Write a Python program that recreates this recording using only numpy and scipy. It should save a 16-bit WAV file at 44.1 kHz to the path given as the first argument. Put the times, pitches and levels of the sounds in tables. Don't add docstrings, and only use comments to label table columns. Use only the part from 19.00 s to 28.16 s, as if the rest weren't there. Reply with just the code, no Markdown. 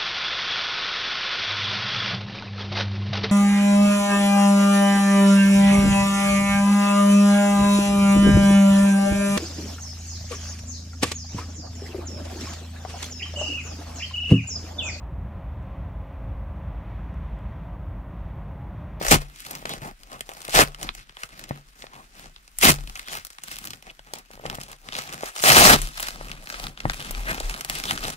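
import sys
import numpy as np
from scipy import signal
from scipy.fft import rfft, irfft
from scipy.io import wavfile

SR = 44100
rng = np.random.default_rng(int(sys.argv[2]) if len(sys.argv) > 2 else 0)


def wrap_up_sound(samples):
    columns = np.atleast_2d(samples).T
    tamed = np.clip(columns, -1, 1)
    steps = np.round(tamed * 32767).astype(np.int16)
    wavfile.write(sys.argv[1], SR, steps)


N = 403956

# (frequency [Hz], relative level [dB])
HUSH_TONE = [(24, -23), (40, 11), (96, -27), (150, -2), (407, -28), (722, -7), (1520, 4), (2710, 0),
             (15500, -17)]
# (time [s], delay [samples])
RIGHT_DELAY = [(0, 15.64), (3.8, 15), (4.5, 14.1), (6.6, 13.94), (7.5, 11.7), (9.16, 13.6)]
# (middle [s], length [s], level [dB])
CLOTH_FLAPS = [(.25, .1, -37), (.86, 0.42, -52), (1.91, 0.14, -42), (3.8, 0.078, -30), (3.91, .08, -41),
               (5.49, 0.16, -49), (6.855, 0.051, -41), (7.25, 0.29, -42), (7.63, 0.14, -40),
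               (7.89, .08, -26.5), (8.24, 0.31, -33.5), (8.45, 0.12, -29), (8.76, 0.2, -47),
               (9.04, 0.13, -39)]
# (middle [s], half length [s], pitch [Hz], level [dB])
HAND_RUBS = [(.55, 0.071, 875, -44), (0.717, 0.047, 3700, -37), (0.869, 0.064, 805, -39.5),
             (1.141, 0.047, 1190, -43), (2.971, 0.098, 1040, -50), (3.962, 0.01, 2630, -36),
             (4.113, 0.095, 3300, -43.5), (4.9, 0.013, 2660, -41), (8.199, 0.053, 890, -49),
             (8.296, 0.05, 1750, -27), (8.898, 0.037, 3470, -29.5)]
# (time [s], strength [dB], extra bass [dB])
FINGER_KNOCKS = [(0.013, -16, -61), (0.053, -19.5, -39), (0.626, -27.5, -8), (0.654, -19.5, -28),
                 (0.82, -27.5, 14), (1.208, -31, -29), (1.291, -25.5, -22), (1.487, -22.5, 0),
                 (1.849, -34.5, -46), (1.89, -43, -25), (2.509, -15.5, 12.5), (2.841, -27, -23),
                 (4.993, -36, -16), (5.136, -26.5, -16), (5.305, -37, -21), (5.376, -34, -3),
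                 (5.397, -33.5, -1), (5.438, -31, -1.5), (5.454, -17.5, -5), (5.585, -24, 6),
                 (5.986, -21.5, -17), (6.234, -15.5, -40), (6.438, -14, -21), (7.211, -23, -9),
                 (7.541, -32, -17), (7.641, -24, 5), (3.786, -31.5, 5), (7.854, -10.5, 10),
                 (7.995, -30.5, 13), (8.108, -29, -16), (8.38, -27, -19), (8.406, -22, -14)]
# (frequency [Hz], relative level [dB], time to fade by 60 dB [s])
BOARD_NOTES = [(89.7, -32, 0.017), (143.4, -23, 0.26), (219, 6.5, 0.0065), (592, 9.5, 0.0068),
               (828, 9, 0.0064), (1160, 1, 0.0064), (1820, -1.5, 0.0086)]
# (frequency [Hz], width [Hz], gain [dB])
RESONANCES = [(143.8, 6, 3.5), (224, 130, -19), (769, 76, -5), (1280, 72, 0), (2960, 610, -20)]
# (frequency [Hz], relative level [dB])
HOOK_TONE = [(900, -11.5), (1400, 2.5), (2200, 2), (3200, 0.5), (4500, 2), (6500, -1.5), (10000, -2.5),
             (15000, -11.5)]
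BODY_TONE = [(250, -21.5), (400, -3.5), (600, 2), (900, 1), (1300, -6), (2000, -5), (3000, -17.5)]
BOARD_TONE = [(60, 4), (100, 0.5), (150, 1), (230, 5), (340, -7.5), (500, -16)]
# (time [s], relative treble [dB])
PULL_TREBLE = [(0, -5), (.6, -5.5), (1.1, -5.5), (1.6, -4.5), (2, -9.5), (2.7, -6.5), (3.3, -7.5),
               (3.7, -3), (4.2, -7), (4.8, -6), (5.3, -6.5), (5.8, -7), (6.6, -4.5), (7.2, -8), (7.7, -8),
               (8.3, -6.5), (9.16, -7.5)]
# (middle [s], length [s], level [dB], relative body [dB], relative board [dB])
CLOTH_RUSTLES = [(0.027, 0.054, -42.5, 1, 18), (0.086, 0.092, -32, -4.5, -35),
                 (0.22, 0.026, -42.5, -6.5, -15), (.42, 0.11, -51.5, -58, -43), (0.483, 0.26, -48, -3, 0),
                 (.72, 0.081, -41, 1.5, -1.5), (0.861, 0.089, -50, 6, 4.5), (1.037, 0.09, -62.5, 2, -2),
                 (1.134, 0.096, -52.5, 5.5, 0), (1.31, 0.039, -54, 5, -17), (1.467, 0.36, -54, -1, -10),
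                 (1.844, 0.084, -44, -1, -2.5), (1.984, 0.095, -48, -18, -12),
                 (2.215, 0.087, -46, -9.5, -51), (2.39, 0.15, -50, -6.5, -4.5), (2.517, 0.16, -56.5, 3, 3),
                 (2.824, 0.11, -53, -6, -10), (2.977, 0.16, -57, 3.5, -2.5),
                 (3.216, 0.14, -51.5, -3.5, -4.5), (3.367, 0.022, -60, -18, -39),
                 (3.868, 0.36, -57.5, -2, 7), (4.003, 0.17, -51.5, -11, -22),
                 (4.129, 0.11, -39, -10.5, -16), (4.258, 0.18, -58, -20, -39),
                 (4.515, 0.1, -39.5, -17, -16.5), (4.664, 0.14, -47, -9.5, -4.5),
                 (4.882, 0.058, -51.5, -0.5, -9), (5.098, 0.068, -56, 1, -7), (5.18, 0.062, -51, -0.5, -8),
                 (5.339, 0.038, -53, -4, -3), (5.491, 0.13, -51, 7, 7), (5.613, 0.11, -52, -6, -9),
                 (5.716, 0.063, -51, -2, -12), (5.883, 0.074, -52, -2, -2),
                 (5.975, 0.085, -34.5, -9.5, -20.5), (6.14, 0.21, -45.5, -3, -8),
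                 (6.271, 0.061, -38, -6, -27), (6.382, 0.077, -40, -9, -36), (6.8, 0.18, -38, -13, -12),
                 (7.03, 0.14, -35, -16, -27), (7.18, 0.48, -48.5, -3.5, -2.5), (7.56, .16, -42, -8.5, -20),
                 (7.637, 0.12, -44, -4.5, 1), (7.862, 0.056, -52, 8, 38), (7.98, 0.16, -45.5, -16, -19),
                 (8.134, 0.48, -42.5, -7, -5), (8.297, 0.083, -41.5, 0, -0.5), (8.48, 0.38, -42, -5, -11.5),
                 (8.758, 0.12, -33, -12, -13), (8.9, 0.12, -34.5, -10, -5),
                 (9.064, 0.11, -35.5, -8.5, -9.5)]
# (start [s], length [s], level [dB], drop during the tear [dB], relative body [dB],
# relative board [dB], rise of the creep that leads up to it [dB/s])
HARD_TEARS = [(0.108, 0.038, -16.5, 3, -1, -2.5, 446), (1.54, 0.077, -22, -1.5, 0.5, -8, 392.5),
              (3.625, 0.072, -14.5, 2.5, -6.5, -8.5, 750.5), (6.441, 0.301, -15.5, 1.5, -1.5, -6, 446)]
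# (time [s], strength [dB], relative treble [dB])
HOOK_SNAPS = [(0.0274, -24, -13.5), (0.0538, -29, -5), (0.4033, -31.5, -0.5), (0.4504, -26, -7.5),
              (0.4654, -21, -8), (0.51, -22.5, 1), (0.5515, -24.5, -1), (0.6549, -13.5, -11),
              (0.6932, -16, -5), (1.0332, -30, -9), (1.13, -26.5, -7), (1.2076, -16.5, -6.5),
              (1.291, -19, -9), (1.3354, -32, -2.5), (1.4173, -25.5, -5), (1.45, -20.5, -5.5),
              (1.4797, -20.5, -6), (1.4942, -17.5, -8), (1.5509, -4.5, -6.5), (1.5688, -9.5, -2.5),
              (1.6124, -15.5, -8), (1.7461, -20.5, -11.5), (1.8134, -24, -10), (1.8292, -14.5, -6),
              (1.8901, -8.5, -35), (1.95, -26.5, -3), (1.9792, -32, -14), (2.0944, -28, -16.5),
              (2.169, -20.5, -21.5), (2.2335, -14.5, -11), (2.3937, -25.5, -8), (2.439, -24, -6),
              (2.491, -27.5, -6), (2.8217, -22, -13.5), (2.8672, -24.5, -22.5), (3.3621, -27, -19.5),
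              (3.478, -32.5, -12), (3.5696, -42, -4), (3.5858, -21.5, 2.5), (3.6126, -12, -4.5),
              (3.6292, -7, -11), (3.7863, -24.5, -16), (3.8741, -22.5, -11), (3.897, -23.5, -8.5),
              (3.955, -21, -6.5), (3.9745, -22.5, -8.5), (3.994, -17, -8.5), (4.249, -27.5, 1),
              (4.2682, -29.5, -1.5), (4.3031, -27, -6.5), (4.3842, -23.5, -12.5), (4.4357, -20, -2.5),
              (4.5142, -20, -3), (4.558, -24, -4), (4.586, -23.5, -1), (4.6528, -19.5, -1.5),
              (4.6725, -21, -5.5), (4.7054, -19.5, -5), (4.7336, -18.5, -8), (4.8249, -29.5, -8.5),
              (4.9928, -25.5, -14.5), (5.1361, -15, -7.5), (5.1537, -30, -3.5), (5.1856, -32, 0.5),
              (5.3124, -29.5, -10), (5.463, -17.5, -11.5), (5.4989, -14.5, -10), (5.5462, -24.5, -5),
              (5.552, -22, -2.5), (5.6134, -19.5, -8), (5.6343, -26, -3.5), (5.7163, -29, -0.5),
              (5.7288, -24.5, -8), (5.887, -14.5, -18), (5.9234, -18, -16), (5.9313, -19, -12),
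              (5.9522, -13, -17.5), (5.9863, -12.5, -6), (6.0195, -24, -6), (6.126, -19, -6.5),
              (6.2575, -22, -3), (6.3533, -36, 0), (6.3977, -14.5, -10.5), (6.4378, -1, -13.5),
              (6.817, -14.5, -3.5), (6.8754, -40, -0.5), (7.002, -19.5, 1), (7.0269, -18.5, -3),
              (7.0846, -12, -7.5), (7.2843, -26, -9), (7.3155, -15, -13.5), (7.4719, -19.5, -25.5),
              (7.5002, -15.5, -10.5), (7.5423, -20, -20), (7.5978, -15, -9.5), (7.6395, -17.5, -11.5),
              (7.668, -14.5, -13.5), (7.7747, -22.5, -15.5), (7.8027, -12.5, -14), (7.8977, -6.5, -17),
              (7.9336, -14.5, -11), (8.025, -25.5, -6), (8.1092, -22, 2), (8.1484, -13.5, -17.5),
              (8.381, -20, -28), (8.4014, -11.5, -7.5), (8.4962, -12, -9.5), (8.5406, -12.5, -18.5),
              (8.609, -14.5, -5), (8.6475, -17.5, -4.5), (8.6976, -9, -4), (8.7524, -16, -3),
              (8.7853, -26, 1), (8.8379, -13, -8), (8.854, -14, -7.5), (8.9089, -3.5, -12),
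              (8.976, -13.5, -12.5), (9.0299, -19, -16), (9.0508, -11, -18.5), (9.1012, -14, -5)]


def from_db(db):
    return 10 ** (np.asarray(db) / 20)


def rms_one(x):
    return x / np.sqrt(np.mean(x ** 2) + 1e-20)


def in_time(points):
    return np.interp(np.arange(N) / SR, *np.transpose(points))


def at_hz(points, hz):
    frequencies, levels = np.transpose(points)
    return np.interp(np.log(hz), np.log(frequencies), levels)


def filtered(x, order, hz, kind):
    return signal.sosfilt(signal.butter(order, hz, kind, fs=SR, output="sos"), x)


def drift(rate_hz):
    step, warm_up = 20, 2000
    r = np.exp(-2 * np.pi * step * rate_hz / SR)
    noise = rng.standard_normal(N // step + warm_up + 2)
    slow = signal.lfilter([1], [1, -2 * r, r * r], noise)[warm_up:]
    return np.interp(np.arange(N) / step, np.arange(len(slow)), rms_one(slow))


def swell(middle, length, db, edge_db=7):
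    return db - edge_db * (2 * (np.arange(N) / SR - middle) / length) ** 2


def workshop_hush(level_db):
    hz = np.maximum(np.arange(N // 2 + 1) * SR / N, 1)
    spectrum = rfft(rng.standard_normal((2, N))) * from_db(at_hz(HUSH_TONE, hz))
    return from_db(level_db) * rms_one(irfft(spectrum, N))


def room_echo(x, level_db, fade_s, cutoff_hz):
    t = np.arange(SR // 2) / SR
    tail = rng.standard_normal((2, len(t))) * from_db(-60 * t / fade_s) * (t > .0015)
    tail = filtered(tail, 1, cutoff_hz, "low")
    tail /= np.sqrt(np.sum(tail ** 2, axis=1, keepdims=True))
    return from_db(level_db) * signal.fftconvolve(x, tail, axes=1)[:, :N]


def air_push(still_db, tear_db, stereo_spread):
    flicks = [(s + length - .012, .1 + length / 2, tear_db) for s, length, *_ in HARD_TEARS]
    pushes = sum(from_db(np.maximum(swell(*row), -150)) for row in CLOTH_FLAPS + flicks)
    shared, apart = filtered(rng.standard_normal((2, N + SR)), 3, [24, 44], "band")[:, SR:]
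    return (from_db(still_db) + pushes) * rms_one(shared + stereo_spread * apart * [[1], [-1]])


def hand_rubs(sharpness):
    out, delay = np.zeros((2, N)), in_time(RIGHT_DELAY)
    spread = 1 + .5 / sharpness
    for s, half_length, hz, db in HAND_RUBS:
        noise = rng.standard_normal(SR // 2)
        for _ in range(2):
            noise = filtered(noise, 1, [hz / spread, hz * spread], "band")
        size = round(2 * half_length * SR)
        stroke = from_db(db) * rms_one(noise)[:size] * np.hanning(size)
        start = round((s - half_length) * SR)
        for side, i in enumerate([start, start + round(delay[start])]):
            out[side, i:i + size] += stroke
    return out


def finger_knocks(level_db, bass_db, bass_below_hz, contact_s):
    out, delay = np.zeros((2, N)), in_time(RIGHT_DELAY)
    t = np.arange(SR // 2) / SR
    soft_landing = 1 - np.exp(-t / contact_s)
    for s, strength_db, extra_bass_db in FINGER_KNOCKS:
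        ring = 0
        for hz, db, fade_s in BOARD_NOTES:
            note_db = db + rng.normal(0, 2) + (hz < bass_below_hz) * (extra_bass_db + bass_db)
            ring += from_db(note_db - 60 * t / fade_s) * np.sin(2 * np.pi * hz * t)
        knock = from_db(strength_db + level_db) * ring * soft_landing
        start = round(s * SR)
        for side, i in enumerate([start, round(s * SR + delay[start])]):
            out[side, i:i + len(t)] += knock[:N - i]
    return filtered(out, 2, 70, "high")


def hollow_ring(x):
    out = x.copy()
    for hz, width_hz, db in RESONANCES:
        r = np.exp(-np.pi * width_hz / SR)
        feed = (1 - r * r) / 2 * np.array([1, 0, -1])
        feedback = [1, -2 * r * np.cos(2 * np.pi * hz / SR), r * r]
        out += from_db(db) * signal.lfilter(feed, feedback, x)
    return out


def tear(start, length, db, drop_db, body_db, board_db, creep_db_per_s):
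    t = np.arange(N) / SR
    before, after_s = t < start, np.maximum(t - start - length, 0)
    done = np.clip((t - start) / length, 0, 1)
    creep_db = db - 8 - creep_db_per_s * (start - t)
    bite_db = -6 * np.maximum(1 - done / .15, 0)
    let_go_db = np.maximum(-742 * after_s, -20.5 - 169 * after_s)
    level_db = np.where(before, creep_db, db + bite_db - drop_db * done + let_go_db)
    thin_db = -10 * before
    left_s = length * (1 - done)
    return level_db, body_db + thin_db - 16 * left_s, board_db + thin_db - 39.5 * left_s


def pull_on_cloth(rest_db, rest_body_db, rest_board_db):
    moves = [(np.full(N, rest_db), rest_body_db, rest_board_db)]
    moves += [(swell(s, length, db), body, board) for s, length, db, body, board in CLOTH_RUSTLES]
    moves += [tear(*row) for row in HARD_TEARS]
    power, body, board = 0, 0, 0
    for level_db, body_db, board_db in moves:
        weight = from_db(np.maximum(level_db, -150)) ** 2
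        power += weight
        body += weight * body_db
        board += weight * board_db
    treble_db = in_time(PULL_TREBLE) + drift(10)
    return 10 * np.log10(power), body / power, board / power, treble_db


def peeling_hooks(pull, per_s, level_db, size_db, clump_db, clump_hz, slack_db):
    pull_db, *tone_db = pull
    slack = np.clip((-22 - pull_db) / 14, .1, 1)
    clumps = from_db(clump_db * slack * drift(clump_hz))
    sizes = rms_one(from_db(size_db * np.minimum(rng.exponential(1, N), 3))) * rng.choice([-1, 1], N)
    sizes *= from_db(pull_db + level_db + slack_db * slack) * np.sqrt(SR / per_s)
    sizes *= from_db(.92 * (1.5 - slack) * drift(130))
    at = np.flatnonzero(rng.random(N) < per_s * clumps / SR)
    chance = rng.standard_normal((N, 4))
    return np.column_stack([at, sizes[at], *(curve[at] for curve in tone_db), chance[at]])


def snapping_hooks(level_db, trail_db, body_db, board_db, fade_s, count=24):
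    s, strength_db, treble_db = np.array(HOOK_SNAPS).T[:, :, None]
    follows = np.arange(count) > 0
    lateness = rng.random((len(s), count)) / 2 * follows
    sizes = from_db(strength_db + level_db - 60 * lateness + trail_db * follows)
    sizes *= rng.choice([-1, 1], sizes.shape)
    stretch = 2 ** (treble_db / 15)
    at = np.minimum((s + lateness * fade_s * stretch) * SR, N - 1)
    chance = .88 * rng.standard_normal((at.size, 4))
    columns = np.broadcast_arrays(at, sizes, body_db, board_db, treble_db)
    return np.column_stack([column.ravel() for column in columns] + [chance])


def click_pair(at, sizes, delay):
    out = np.full((2, N + 64), 1e-18)
    np.add.at(out[0], at, sizes)
    np.add.at(out[1], at + np.round(delay).astype(int), sizes)
    return out[:, :N]


def hook_clicks(releases, spread_samples, colour_db, hook_gain_db, body_gain_db, board_gain_db):
    at, sizes, body_db, board_db, treble_db, spot, *colours = releases.T
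    at = at.astype(int)
    delay = np.clip(in_time(RIGHT_DELAY)[at] + spread_samples * spot, 0, 60)
    edges_hz = 60 * 2 ** np.arange(0, 8.6, .5)
    out = np.zeros((2, N))
    for k, (low, high) in enumerate(zip(edges_hz, edges_hz[1:])):
        hz = np.sqrt(low * high)
        tilt_db = (treble_db + 6.5) * np.clip(np.log2(hz / 3500), 0, 2)
        hook = from_db(hook_gain_db + at_hz([(400, -70)] + HOOK_TONE, hz) + tilt_db)
        body = from_db(body_gain_db + at_hz([(100, -57.5)] + BODY_TONE + [(6000, -50.5)], hz) + body_db)
        board = from_db(board_gain_db + at_hz(BOARD_TONE + [(1000, -78)], hz) + board_db)
        fold_db = 1.8 * drift(17.8)[at]
        colour = from_db(colour_db * colours[k % 3] + fold_db)
        clicks = click_pair(at, sizes * (hook + body + board) * colour, delay)
        out += (-1) ** k * filtered(clicks, 2, [low, high], "band")
    return out


def scene():
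    pull = pull_on_cloth(rest_db=-64, rest_body_db=-11.5, rest_board_db=-9.5)
    swish = peeling_hooks(pull, per_s=9000, level_db=-4.5, size_db=3,
                          clump_db=3.5, clump_hz=71.5, slack_db=-1.5)
    crackle = peeling_hooks(pull, per_s=300, level_db=-11.5, size_db=7.5,
                            clump_db=6.5, clump_hz=17, slack_db=4)
    snaps = snapping_hooks(level_db=-.44, trail_db=-1.5, body_db=-15.5, board_db=-20.5, fade_s=.022)
    clicks = hook_clicks(np.vstack([swish, crackle, snaps]), spread_samples=2.3, colour_db=3,
                         hook_gain_db=5.5, body_gain_db=16, board_gain_db=19.5)
    near = hollow_ring(clicks) + hand_rubs(sharpness=2.2)
    near += finger_knocks(level_db=2.5, bass_db=-5.5, bass_below_hz=400, contact_s=.0014)
    echo = room_echo(near, level_db=-14, fade_s=.09, cutoff_hz=14000)
    air = air_push(still_db=-56, tear_db=-30, stereo_spread=.11)
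    lean_left = from_db([[.4], [-.4]])
    return (near + echo) * lean_left + air + workshop_hush(level_db=-63)


def record(dry):
    bass = filtered(dry, 1, 250, "low")
    clipped = np.clip(dry + bass * [[.15], [-.15]], -.9, .9)
    treble_cut = signal.ellip(12, .3, 60, 15700, fs=SR, output="sos")
    return np.clip(signal.sosfilt(treble_cut, clipped), -1, 1)


dry = scene()
out = record(dry)
wrap_up_sound(out)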